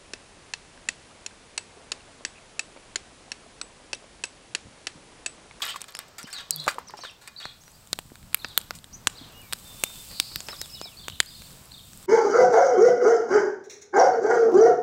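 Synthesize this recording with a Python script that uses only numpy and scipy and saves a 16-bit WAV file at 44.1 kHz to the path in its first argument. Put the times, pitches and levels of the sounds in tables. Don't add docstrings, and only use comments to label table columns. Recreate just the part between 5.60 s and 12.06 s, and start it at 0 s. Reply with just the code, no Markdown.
import sys
import numpy as np
from scipy import signal
from scipy.fft import rfft, irfft
from scipy.io import wavfile
from scipy.ndimage import uniform_filter1d

SR = 44100
rng = np.random.default_rng(int(sys.argv[2]) if len(sys.argv) > 2 else 0)


def bounce(signal):
    frames = np.transpose(np.atleast_2d(signal))
    limited = np.clip(frames, -1, 1)
    pcm = np.round(limited * 32767).astype(np.int16)
    wavfile.write(sys.argv[1], SR, pcm)


def natural_amplitude(level_db):
    exponent = np.asarray(level_db, float) / 20
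    return 10 ** exponent


N = 284886
TOP_HZ = 15700


def level(x, db):
    return x * natural_amplitude(db) / np.sqrt(np.mean(x ** 2) + 1e-30)


def curve(table):
    s, *columns = np.transpose(table)
    return [np.interp(np.arange(N) / SR, s, c) for c in columns]


def band(x, lo_hz, hi_hz, order=2):
    edges = [lo_hz, min(hi_hz, .45 * SR)]
    return signal.sosfilt(signal.butter(order, edges, "band", fs=SR, output="sos"), x)


def colour(x, spectrum):
    hz, db = np.transpose(spectrum)
    f = np.fft.rfftfreq(len(x), 1 / SR) + 1
    gain = natural_amplitude(np.interp(np.log(f), np.log(hz), db))
    return irfft(rfft(x) * gain, len(x))


def add(out, s, x):
    i = max(int(s * SR), 0)
    out[i:i + len(x)] += x[:N - i]


def rings(modes, size):
    t = np.arange(size) / SR
    phase = 2 * np.pi * rng.random(len(modes))
    return sum(natural_amplitude(db) * np.sin(2 * np.pi * hz * t + p) * np.exp(-np.log(1000) * t / t60)
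               for (hz, db, t60), p in zip(modes, phase))


def walk(rate):
    k = int(SR / rate)
    held = np.repeat(rng.standard_normal(N // k + 1), k)
    return 1.29 * uniform_filter1d(uniform_filter1d(held, k), k)[:N]


def clicks(rate, spread_db):
    chance = rng.random((3, N))
    struck = chance[0] < rate / SR
    return struck * np.sign(chance[1] - .5) * natural_amplitude(-spread_db * np.log(chance[2] + 1e-4))


def tone(out_len, table, wobble=0):
    s, hz, db = np.transpose(table)
    t = s[0] + np.arange(out_len) / SR
    ends = np.clip(np.minimum(t - s[0], s[-1] - t) / 0.00089, 0, 1)
    turns = np.cumsum(np.interp(t, s, hz) + wobble) / SR
    return np.sqrt(2) * ends * natural_amplitude(np.interp(t, s, db)) * np.sin(2 * np.pi * turns)


def sung(notes, shape):
    return [[(s + ds, hz * r, db + g) for ds, r, g in shape] for s, hz, db in notes]


def echoes(x, fade, db):
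    t = np.arange(SR // 3) / SR
    scatter = level(rng.standard_normal(len(t)) * np.exp(-t / fade), db) / np.sqrt(len(t))
    return x + signal.fftconvolve(x, scatter)[:N]


def rattle():
    # t/s, peak level/dB, grit level/dB, fade/s
    clangs = [(0.019, -14.5, -12, 0.032), (0.0514, -24, 4, 0.01), (0.0772, -23.5, -20, 0.024),
              (0.0951, -25.5, -19, 0.044), (0.159, -24, -3, 0.013), (0.2042, -31.5, -12, 0.036),
              (0.2808, -34.5, -9, 0.022), (0.39, -30, -11, 0.031), (0.48, -41, 0, 0.014),
              (0.5813, -23.5, -2, 0.031), (0.6683, -34.5, -11, 0.045), (0.6994, -36, -4, 0.044),
              (0.7275, -26.5, -13, 0.049), (0.7818, -27.5, -17, 0.018), (0.805, -30.5, -16, 0.021),
              (1.078, -14.5, -11, 0.014), (1.0828, -34, -23, 0.01), (1.1857, -35.5, 19, 0.011),
              (1.3706, -33, -7, 0.073), (1.4344, -27, -30, 0.03), (1.6127, -39.5, -8, 0.14),
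              (1.6751, -26.5, -3, 0.0077), (1.8007, -32, -27, 0.073), (2.9894, -42, 1, 0.025),
              (3.1353, -39.5, -7, 0.024), (1.078, -25, 17, 0.043), (3.15, -29, 24, 0.032)]
    # f/Hz, level/dB, t60/s
    steel_modes = [(1118, -7.5, 0.099), (1400, -1.5, 0.072), (1722, -3.5, 0.067), (2038, -10.5, 0.14),
                   (2450, -6, 0.09), (2950, 1.5, 0.019), (3260, -3, 0.043), (3700, 0, 0.047),
                   (4200, -6, 0.052), (4700, -2, 0.054), (5480, -8, 0.04), (8080, 0, 0.026)]
    out, t = np.zeros(N), np.arange(8192) / SR
    for (s, db, grit_db, fade), n in zip(clangs, rng.standard_normal((len(clangs), 3, 8192))):
        chatter = n[0] * natural_amplitude(7.3 * n[1]) * np.exp(-t / fade)
        steel = level(signal.fftconvolve(chatter, rings(steel_modes, size=4096))[:8192], -5.0)
        scrape = level(band(chatter, 710, 6000), -4.0)
        grit = level(band(n[2] * np.exp(-t / (0.51 * fade)), 6000, 9300, order=1), grit_db)
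        clang = steel + scrape + grit
        add(out, s + 0.000988, clang * natural_amplitude(db) / np.abs(clang).max())
    return out


def pops():
    # t/s, peak level/dB, ring f/Hz, bass level/dB, treble level/dB
    lumps = [(0.2157, -14, 7960, -24.5, -2), (0.3499, -15.5, 4900, -25, -5), (0.389, -13, 8250, -29.5, -21),
             (0.9066, -1.5, 7900, -33, 4.5), (1.064, -25, 1460, -28, -24), (1.8538, -18, 3850, 21, -28),
             (2.3296, -6.5, 3700, -24, -11), (2.388, -13.5, 2750, -13.5, 0.5),
             (2.7442, -2, 2450, -37, -4.5), (2.8451, -13.5, 2360, -6, -45),
             (2.9756, 1.5, 12900, -30.5, -11), (3.1067, -14.5, 1400, -14, -36),
             (3.4707, 4.5, 7460, -22.5, -10), (3.925, -10, 2630, -30, -8), (3.932, -6, 4700, -30, -6),
             (4.2364, -1.5, 3700, -24, -0.5), (4.599, 3, 4500, -30, -4.5), (4.758, -9.5, 4800, -30, -12),
             (4.8036, -15.5, 4700, -25, -1), (4.8849, -16.5, 2700, -6, -40), (5.014, -12.5, 4360, -21, 3),
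             (5.2134, -16, 4600, -13, -18), (5.4817, -12, 3700, -18.5, -2.5),
             (5.6015, 3, 3130, -27.5, -4.5)]
    # burst/ms, body level/dB, dull above f/Hz
    forms = [(.5, -4, 15000), (.5, 4, 15000), (.5, 2.5, 15100), (.5, -4, 15000), (.5, 0, 12000),
             (.5, 0, 7950), (.5, 5, 13100), (.5, 0, 13000), (.5, 2, 13000), (.5, 8, 3640),
             (.5, -0.5, 15700), (.5, -21, 5600), (.3, -2.5, 9200), (.5, -4, 12940), (.5, 5, 13000),
             (.5, -22, 13000), (.4, -7, 15000), (.5, 5.5, 15000), (.5, -13, 8030), (.5, 2, 8000),
             (.5, 6, 15000), (.5, -6, 8000), (.5, 2, 8960), (.55, -3.5, 12000)]
    # t/s, peak level/dB, ring f/Hz
    sparks = [(0.144, -38, 1400), (0.16, -32, 3100), (0.207, -28, 3800), (0.241, -22.5, 1450),
              (0.283, -31, 3070), (0.322, -30, 4690), (0.3681, -23, 4400), (0.629, -20.5, 5960),
              (0.7276, -36, 4340), (1.002, -35, 4420), (1.04, -24, 5500), (1.143, -27, 3700),
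              (1.284, -29.5, 5470), (1.306, -29, 1890), (1.37, -33, 5550), (1.511, -32, 3750),
              (1.621, -35, 4400), (1.6744, -26.5, 2050), (1.7999, -29.5, 4070)]
    # t/s, peak level/dB, ring f/Hz
    ticks = [(2.036, -36, 5480), (2.0785, -34, 1630), (2.1166, -36, 8060), (2.272, -34, 8160),
             (2.5548, -30.5, 1570), (2.6276, -35.5, 1720), (2.7294, -29, 2860), (3.013, -24.5, 4800),
             (3.187, -27, 4180), (3.242, -26.5, 3280), (4.5128, -27, 4600), (5.058, -27, 5340),
             (5.4982, -24, 3160), (5.819, -27.5, 1970), (5.905, -33, 7100), (6.119, -31, 4500),
             (6.332, -29, 6600), (6.427, -31, 8300)]
    cracks = [(*row, *form) for row, form in zip(lumps, forms)]
    cracks += [(*row, -25.5, -2.5, 0.22, 0, TOP_HZ) for row in sparks]
    cracks += [(*row, -25.5, -5, 0.51, 0, TOP_HZ) for row in ticks]
    cracks = sorted(cracks)
    out, t = np.zeros(N), np.arange(1024) / SR
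    noises = rng.standard_normal((len(cracks), 1024))
    for (s, db, hz, bass_db, treble_db, ms, body_db, dull_hz), n in zip(cracks, noises):
        burst = n * (np.exp(-t * 1e3 / max(ms, .1)) + natural_amplitude(-15.5) * np.exp(-t / 0.0033))
        burst[:2] = -1.35
        body = level(band(burst, 1190, 2830), body_db - 9.5) + level(band(burst, 2170, 6500, order=3), -2)
        ring = level(band(burst, hz / 1.266, hz * 1.125, order=1), 0)
        bass = level(band(burst, 196, 2850, order=1), bass_db + 21.0)
        treble = level(band(burst, 4900, 10520, order=3), treble_db + 8.0)
        pop = band(body + ring + bass + treble, 40, dull_hz)
        add(out, s + 0.001072, pop * natural_amplitude(db) / np.abs(pop).max())
    return out


def spits():
    # t/s, peak level/dB, centre f/Hz
    snaps = [(2.3882, -29, 13200), (2.7441, -1.5, 11600), (2.9758, -8, 13200), (3.1070, -27.5, 13000),
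             (3.9246, -28, 12900), (3.9322, -18, 12600), (4.238, -5, 11800), (4.5987, -11, 14200),
             (4.7576, -16, 13000), (5.014, -21, 12900), (5.483, -27, 12900), (0.907, -12, 13100),
             (2.329, -11, 6550), (2.329, -22, 14500), (2.7445, -16, 4940), (4.5985, -7, 5400),
             (5.6018, -8, 2210), (3.471, -4, 7950)]
    # t/s, peak level/dB, centre f/Hz
    grains = [(.004, -32, 1290), (0.0204, -23, 2950), (.0215, -25, 11000), (.035, -26, 6550),
              (0.051, -20, 10700), (.0642, -28, 11000), (.0712, -25, 10500), (.0885, -29, 8500),
              (.105, -32, 11000), (0.1597, -30, 9000), (.2185, -25, 9000), (0.225, -37, 2500),
              (.616, -33, 9000), (.634, -35, 9000), (.674, -37, 8500), (.7015, -38, 8500),
              (0.728, -21, 8250)]
    # t/s, peak level/dB, centre f/Hz
    fat_spits = [(3.6885, -41, 9500), (3.723, -36, 9500), (3.7284, -45, 9500), (3.7767, -36, 9500),
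                 (3.8024, -39, 9500), (3.8157, -31, 9500), (3.895, -39, 9500), (3.9804, -46, 9500),
                 (4.042, -33, 9500), (4.0764, -33, 9500), (4.197, -29, 9400), (4.9412, -34, 9500),
                 (5.5548, -38, 9500), (5.659, -31, 9500), (5.8636, -45, 9500), (5.9284, -35, 9500),
                 (6.0546, -33, 9500), (6.2696, -45, 9500), (6.3735, -30, 9500)]
    # t/s, peak level/dB, centre f/Hz
    chips = [
        (1.0632, -26, 8700),
        (0.96, -16, 11000),
        (1.111, -23, 7100),
        (1, -26, 5900),
        (2.989, -25, 8800),
        (4.3, -43, 1400),
        (2.5, -46, 1600),
        (2.884, -29.5, 8300),
        (.305, -36, 12000),
        (0.39, -31, 15000),
    ]
    rows = snaps + grains + fat_spits + chips
    fade_ms, span = 0.69, 1.21
    out, t = np.zeros(N), np.arange(256) / SR
    for (s, db, hz), n in zip(rows, rng.standard_normal((len(rows), 256))):
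        spit = band(n * np.exp(-t * 1e3 / fade_ms), hz / span, hz * span)
        add(out, s + .001, spit * natural_amplitude(db) / np.abs(spit).max())
    return out


def pings():
    # t/s, level/dB, f/Hz, length/s
    panels = [(0.019, -29.5, 3370, .016), (0.039, -36.5, 1950, 0.016), (0.078, -35, 3130, 0.05),
              (0.089, -37.5, 8200, 0.016), (0.141, -40.5, 1150, 0.012), (0.159, -34.5, 1120, 0.0051),
              (.163, -51, 7800, .015), (0.598, -53, 1430, 0.028), (0.671, -46.5, 1610, 0.034),
              (0.73, -38, 8100, 0.017), (0.781, -50, 8100, .012), (0.788, -48, 1680, 0.039),
              (0.803, -51, 8200, 0.012), (1.081, -24.5, 1750, 0.011), (1.083, -39, 8600, 0.026)]
    span = 1.07
    out, t = np.zeros(N), np.arange(4096) / SR
    for (s, db, hz, length), n in zip(panels, rng.standard_normal((len(panels), 4096))):
        ring = level(band(n, hz / span, hz * span, order=1), db)
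        rise = np.minimum(t / 0.00055, 1)
        add(out, s, ring * rise * np.exp(-np.maximum(t - 0.53 * length, 0) / (0.51 * length)))
    return out


def knocks():
    # t/s, peak level/dB, ring f/Hz, ring t60/s
    blows = [(0.6415, -33.5, 222, 0.029), (1.0783, -6, 1230, 0.02), (1.118, -30, 1300, 0.013),
             (1.156, -37.5, 544, 0.14), (1.183, -19.5, 990, 0.018), (1.296, -34, 1007, 0.024),
             (1.337, -28, 855, 0.047), (1.389, -33, 720, 0.026), (1.435, -29.5, 1050, 0.019),
             (1.449, -25.5, 1450, 0.009), (2.518, -35.5, 242, 0.013), (3.612, -37, 255.5, 0.042),
             (4.929, -31, 1180, 0.043), (5.256, -37.5, 710, 0.023), (1.0695, -21.5, 713, 0.03)]
    # pitch ratio, level/dB
    board = [(0.991, 8), (0.472, -6.5), (1.203, 3), (.38, -17), (1.6, -1), (2.2, -5), (0.686, -7),
             (9.8, -38)]
    out, t = np.zeros(N), np.arange(4096) / SR
    for (s, db, hz, t60), n in zip(blows, rng.standard_normal((len(blows), 4096))):
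        wood = rings([(hz * r, g, t60 / r) for r, g in board], size=4096) * (1 - np.exp(-t / 0.0002))
        buzz = band(n, hz * 0.71, hz * 1.63, order=1) * np.exp(-t / (1.54 * t60)) * natural_amplitude(-3.5)
        add(out, s + .0006, (wood + buzz) * natural_amplitude(db) / np.abs(wood + buzz).max())
    return out


def thuds():
    # t/s, peak level/dB, f/Hz
    jolts = [(1.855, -38, 120), (2.454, -35.5, 149), (2.845, -34, 201), (2.976, -35, 200), (3.33, -45, 120),
             (3.471, -32, 90), (3.471, -25, 516), (4.6, -32, 304), (4.762, -31.5, 152), (4.886, -40, 300),
             (5.602, -35, 255)]
    out, t = np.zeros(N), np.arange(4096) / SR
    for s, db, hz in jolts:
        swing = -np.sin(2 * np.pi * hz * t) * np.exp(-t * hz / 0.58)
        add(out, s + 0.0018, natural_amplitude(db) * swing)
    return out


def rustle():
    # t/s, level/dB, centre f/Hz, fade/s
    slides = [
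        (4.505, -47, 900, 0.046),
        (4.715, -45.5, 700, 0.012),
        (4.886, -34.5, 900, 0.017),
        (4.925, -47, 700, .02),
    ]
    out, t = np.zeros(N), np.arange(8192) / SR
    for (s, db, hz, fade), n in zip(slides, rng.standard_normal((len(slides), 2, 8192))):
        grains = band(n[0] * natural_amplitude(4.3 * n[1]), hz / 2.7, hz * 1.9, order=1)
        add(out, s, level(grains, db) * np.exp(-t / fade))
    return out


def sizzle():
    # t/s, level/dB
    hiss = [(0, -54), (0.2, -65), (0.77, -70), (1.04, -53.5), (1.26, -70), (2.03, -60), (3.45, -57.5),
            (3.76, -57), (4.19, -47), (4.39, -44), (5.25, -50.5), (5.67, -53), (6.46, -51.5)]
    # f/Hz, level/dB per Hz
    hiss_colour = [(1500, -31), (2500, -7), (4000, -5), (6000, -4), (7200, -2.5), (8100, 2.5), (9300, -3.5),
                   (10500, -0.5), (12000, -8), (13500, -6.5), (15500, -8.5)]
    fizz = level(clicks(900, 3), -9) + rng.standard_normal(N)
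    return level(colour(fizz, hiss_colour), 2.06) * natural_amplitude(curve(hiss)[0] + walk(7.3))


def fat():
    # t/s, level/dB
    drip = [
        (0, -80),
        (3.55, -69),
        (3.8, -59),
        (4.4, -61),
        (5.3, -63),
        (6.1, -67),
        (6.46, -65),
    ]
    # f/Hz, level/dB per Hz
    drip_colour = [(9000, -28), (10800, -9), (12100, 3), (13200, -7), (14800, 0), (16000, -13)]
    fizz = level(clicks(600, 3), -8) + rng.standard_normal(N)
    return level(colour(fizz, drip_colour), 0) * natural_amplitude(curve(drip)[0] + 1.5 * walk(12))


def roar():
    # t/s, level/dB
    glow = [
        (0, -51),
        (.2, -55),
        (.8, -55.5),
        (1.04, -52),
        (1.46, -58.5),
        (4.19, -56.5),
        (4.39, -55.5),
        (5.3, -55.5),
        (5.7, -57),
        (6.46, -58),
    ]
    # f/Hz, level/dB per Hz
    roar_colour = [(150, -5.5), (300, -3.5), (600, -2), (1200, -3.5), (2000, -9), (3500, -12.5),
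                   (6000, -7.5), (16000, -43)]
    return level(colour(rng.standard_normal(N), roar_colour), 0.2) * natural_amplitude(curve(glow)[0] + 2.0 * walk(5.195))


def chimney_hum():
    # t/s, f/Hz, level/dB
    swell = [
        (0.853, 152, -69),
        (0.878, 157, -65),
        (0.991, 155, -43),
        (1.042, 143, -52),
        (1.066, 138, -77),
    ]
    out = np.zeros(N)
    add(out, swell[0][0], tone(SR, swell))
    return out


def sparrows():
    # t/s from start, pitch ratio, level/dB
    zigzag = [(0, .8, -4), (0.016, 1, 1.5), (0.029, 0.96, 2), (.045, .76, -9), (.068, .7, -5.5),
              (0.094, .88, 1), (.112, .73, -17), (0.134, 0.71, -8), (0.15, 0.99, -14)]
    slide = [(0, .86, -2), (0.013, 1, 1), (0.034, .81, 0), (.06, .78, -0.5), (.09, 0.6, -11.5)]
    chirp_shape = [(0, .74, -12), (.009, .88, -1), (.026, 1, 2), (.036, .78, -1), (.048, .7, -4),
                   (.062, .78, -14), (.08, .71, -2), (.095, .62, -7)]
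    hook = [(0, .86, -5), (.014, 1, 0), (.028, .88, -1), (.04, .74, -3)]
    # t/s, f/Hz, level/dB
    near_zigzags = [
        (.912, 4780, -34.5),
        (1.762, 4740, -41),
    ]
    near_slides = [
        (.725, 4780, -39),
        (1.41, 4540, -44),
    ]
    # t/s, f/Hz, level/dB
    far_chirps = [(2.83, 4850, -49), (3.553, 4800, -46.5), (5.362, 4800, -46.5), (6.107, 4750, -47.5)]
    far_hooks = [(2.789, 4400, -49), (2.895, 4000, -51), (5.435, 4300, -51), (5.485, 4000, -50),
                 (5.53, 4000, -52),
                 (5.775, 4750, -52), (5.835, 4700, -54)]
    far_zigzags = [(5.66, 4950, -48.5)]
    # delay t/s, level/dB
    fence_returns = [
        (.033, -4),
        (.062, -9),
        (.092, -11),
    ]
    spread_s = .0012
    out, near = np.zeros(N), np.zeros(N)
    flutter = walk(400), walk(400)
    far_lines = sung(far_chirps, chirp_shape) + sung(far_hooks, hook) + sung(far_zigzags, zigzag)
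    for line in far_lines:
        hoarse = 120 * flutter[1][int(line[0][0] * SR):][:SR // 4]
        add(out, line[0][0], tone(SR // 4, line, hoarse))
    out = out * natural_amplitude(4 * flutter[0] - 2)
    t = np.arange(SR // 8) / SR
    blur = rng.standard_normal(len(t)) / np.sqrt(spread_s * SR)
    fences = sum(natural_amplitude(db) * np.exp(-np.abs(t - s) / spread_s) for s, db in fence_returns) * blur
    out = out + signal.fftconvolve(out, fences)[:N]
    for line in sung(near_zigzags, zigzag) + sung(near_slides, slide):
        hoarse = 110 * flutter[0][int(line[0][0] * SR):][:SR // 4]
        add(near, line[0][0], tone(SR // 4, line, hoarse))
    return echoes(out, .065, -3) + echoes(near * natural_amplitude(4 * flutter[1] - 2.5), .05, -3)


def songbirds():
    # t/s from start, pitch ratio, level/dB
    dive = [(0, .98, -12), (.006, 1, -3), (.016, .93, 0), (.025, .78, -4), (.033, .62, -14)]
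    phrase = [(0, .86, -4), (.007, 0.95, 0.5), (0.034, 0.98, 8.5), (.039, 0.73, 3.5), (.052, .72, -2),
              (0.077, .6, -3.5)]
    arch = [(0, .8, -2), (0.013, 1, 6), (0.023, .9, 1)]
    step = [(0, 1.02, -6), (0.03, .85, -12), (.05, .99, -4), (0.114, 1, 1), (.135, .83, -6),
            (0.211, .74, -9)]
    # t/s, f/Hz, level/dB
    dives = [(.62, 6020, -43), (.767, 6600, -44), (1.27, 6140, -41.5), (1.401, 6430, -41.5)]
    phrases = [(4.882, 5420, -45), (4.982, 5340, -44.5), (5.115, 5350, -45.5), (5.215, 5370, -44.5)]
    arches = [(.34, 5540, -46), (.645, 3180, -54.5), (1.37, 5730, -48.5), (1.49, 5870, -55),
              (2.005, 6640, -55.5)]
    steps = [
        (3.695, 2890, -53),
        (5.09, 2950, -51.5),
    ]
    # t/s, length/s, from f/Hz, to f/Hz, level/dB
    glides = [(2.052, 0.033, 5950, 5600, -52), (2.09, .02, 5650, 6850, -54), (2.13, 0.041, 4400, 5100, -58),
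              (3.327, 0.0071, 4200, 6000, -46), (3.331, 0.025, 5720, 6200, -36.5),
              (3.328, 0.032, 6400, 6770, -45), (3.888, 0.056, 3820, 3660, -58),
              (3.986, 0.05, 3570, 3640, -65), (4.046, .1, 3626, 3540, -51.5),
              (4.167, 0.175, 3540, 3630, -48), (4.349, 0.036, 3500, 3570, -49),
              (4.394, 0.021, 3570, 3570, -45), (0.708, 0.017, 4200, 4240, -49),
              (0.705, 0.022, 4970, 5700, -44), (4.865, 0.0087, 4800, 6000, -39),
              (4.96, 0.0103, 6160, 3920, -40.5), (5.098, 0.011, 4830, 5730, -42),
              (5.195, 0.0097, 6300, 3700, -42), (5.293, 0.056, 3230, 2380, -54.5)]
    # t/s, centre f/Hz, level/dB
    trill = [
        (4.49, 4700, -67.5),
        (4.568, 4460, -59),
        (4.704, 4790, -61.5),
        (4.759, 4720, -59.5),
        (4.83, 4700, -70),
    ]
    ends_db, crest = -6.5, 0.61
    out = np.zeros(N)
    quaver = 22 * walk(300)
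    lines = sung(dives, dive) + sung(phrases, phrase) + sung(arches, arch) + sung(steps, step)
    for s, length, a, b, db in glides:
        peak = (s + crest * length, a + crest * (b - a), db)
        lines.append([(s, a, db + ends_db), peak, (s + length, b, db + ends_db)])
    for line in lines:
        add(out, line[0][0], tone(SR, line, quaver[int(line[0][0] * SR):][:SR]))
    saw = (np.cumsum(205 * (1 + .15 * walk(100))) / SR % 1)[:SR]
    sweep = 1500 * (.5 - saw) + 150 * walk(300)[:SR]
    add(out, trill[0][0], tone(SR, trill, sweep) * np.sin(np.pi * saw) ** .5 * natural_amplitude(19.0))
    return echoes(out, .035, -6)


def draught():
    # f/Hz, level/dB per Hz
    rumble_colour = [(12, -36), (20, -1.5), (43, -5.5), (123, -3.5), (210, -8), (300, -17), (425, -36.5),
                     (500, -36), (650, -44), (1100, -120)]
    early_db, late_db, swell_mid_s, settle_s = -65.5, -54, 1.97, 0.7
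    swollen = .5 + .5 * np.tanh((np.arange(N) / SR - swell_mid_s) / settle_s)
    draught_db = early_db + (late_db - early_db) * swollen
    rumble = level(colour(rng.standard_normal(N), rumble_colour), .1)
    return rumble * natural_amplitude(draught_db + walk(14) + 2 * walk(30))


def garden(x):
    # delay t/s, level/dB
    wall = [
        (0.026, -29),
        (0.055, -45),
    ]
    t = np.arange(SR // 4) / SR
    slaps = sum(natural_amplitude(db) * (t > s) * np.exp(-np.abs(t - s) / 0.0017) for s, db in wall)
    tail = natural_amplitude(-39.5) * (t > .02) * np.exp(-t / 0.083)
    scatter = rng.standard_normal(len(t)) * (slaps + tail) * 0.12
    return x + band(signal.fftconvolve(x, scatter)[:N], 270, 14000, order=1)


def scene():
    cracks, grit = pops(), spits()
    glow = sizzle() + roar() + draught()
    mono = garden(cracks + knocks()) + rattle() + glow + songbirds() + sparrows() + chimney_hum()
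    mono = mono + garden(grit) + pings() + fat() + thuds() + rustle()
    side = natural_amplitude(-39) * band(np.roll(glow, SR), 20, 900)
    side = side + natural_amplitude(-31) * band(np.roll(cracks + grit, 5), 3500, 15000)
    side = side + natural_amplitude(-36) * band(np.roll(cracks, 40), 200, 600)
    return np.array([mono + side, mono - side])


def band_limit(x):
    return signal.sosfilt(signal.butter(12, 16500, fs=SR, output="sos"), x)


def record(dry):
    # f/Hz, sharpness, depth 0-1
    mic_dips = [
        (6010, 3.25, 0.43),
        (10000, 3.1, 0.57),
    ]
    x = signal.sosfilt(signal.ellip(8, .2, 60, TOP_HZ, fs=SR, output="sos"), dry)
    for hz, sharp, depth in mic_dips:
        notched = signal.lfilter(*signal.iirnotch(hz, sharp, SR), x)
        x = x + min(depth, 1) * (notched - x)
    return band_limit(np.clip(x, -1, 1))


dry = scene()
out = record(dry)
bounce(out)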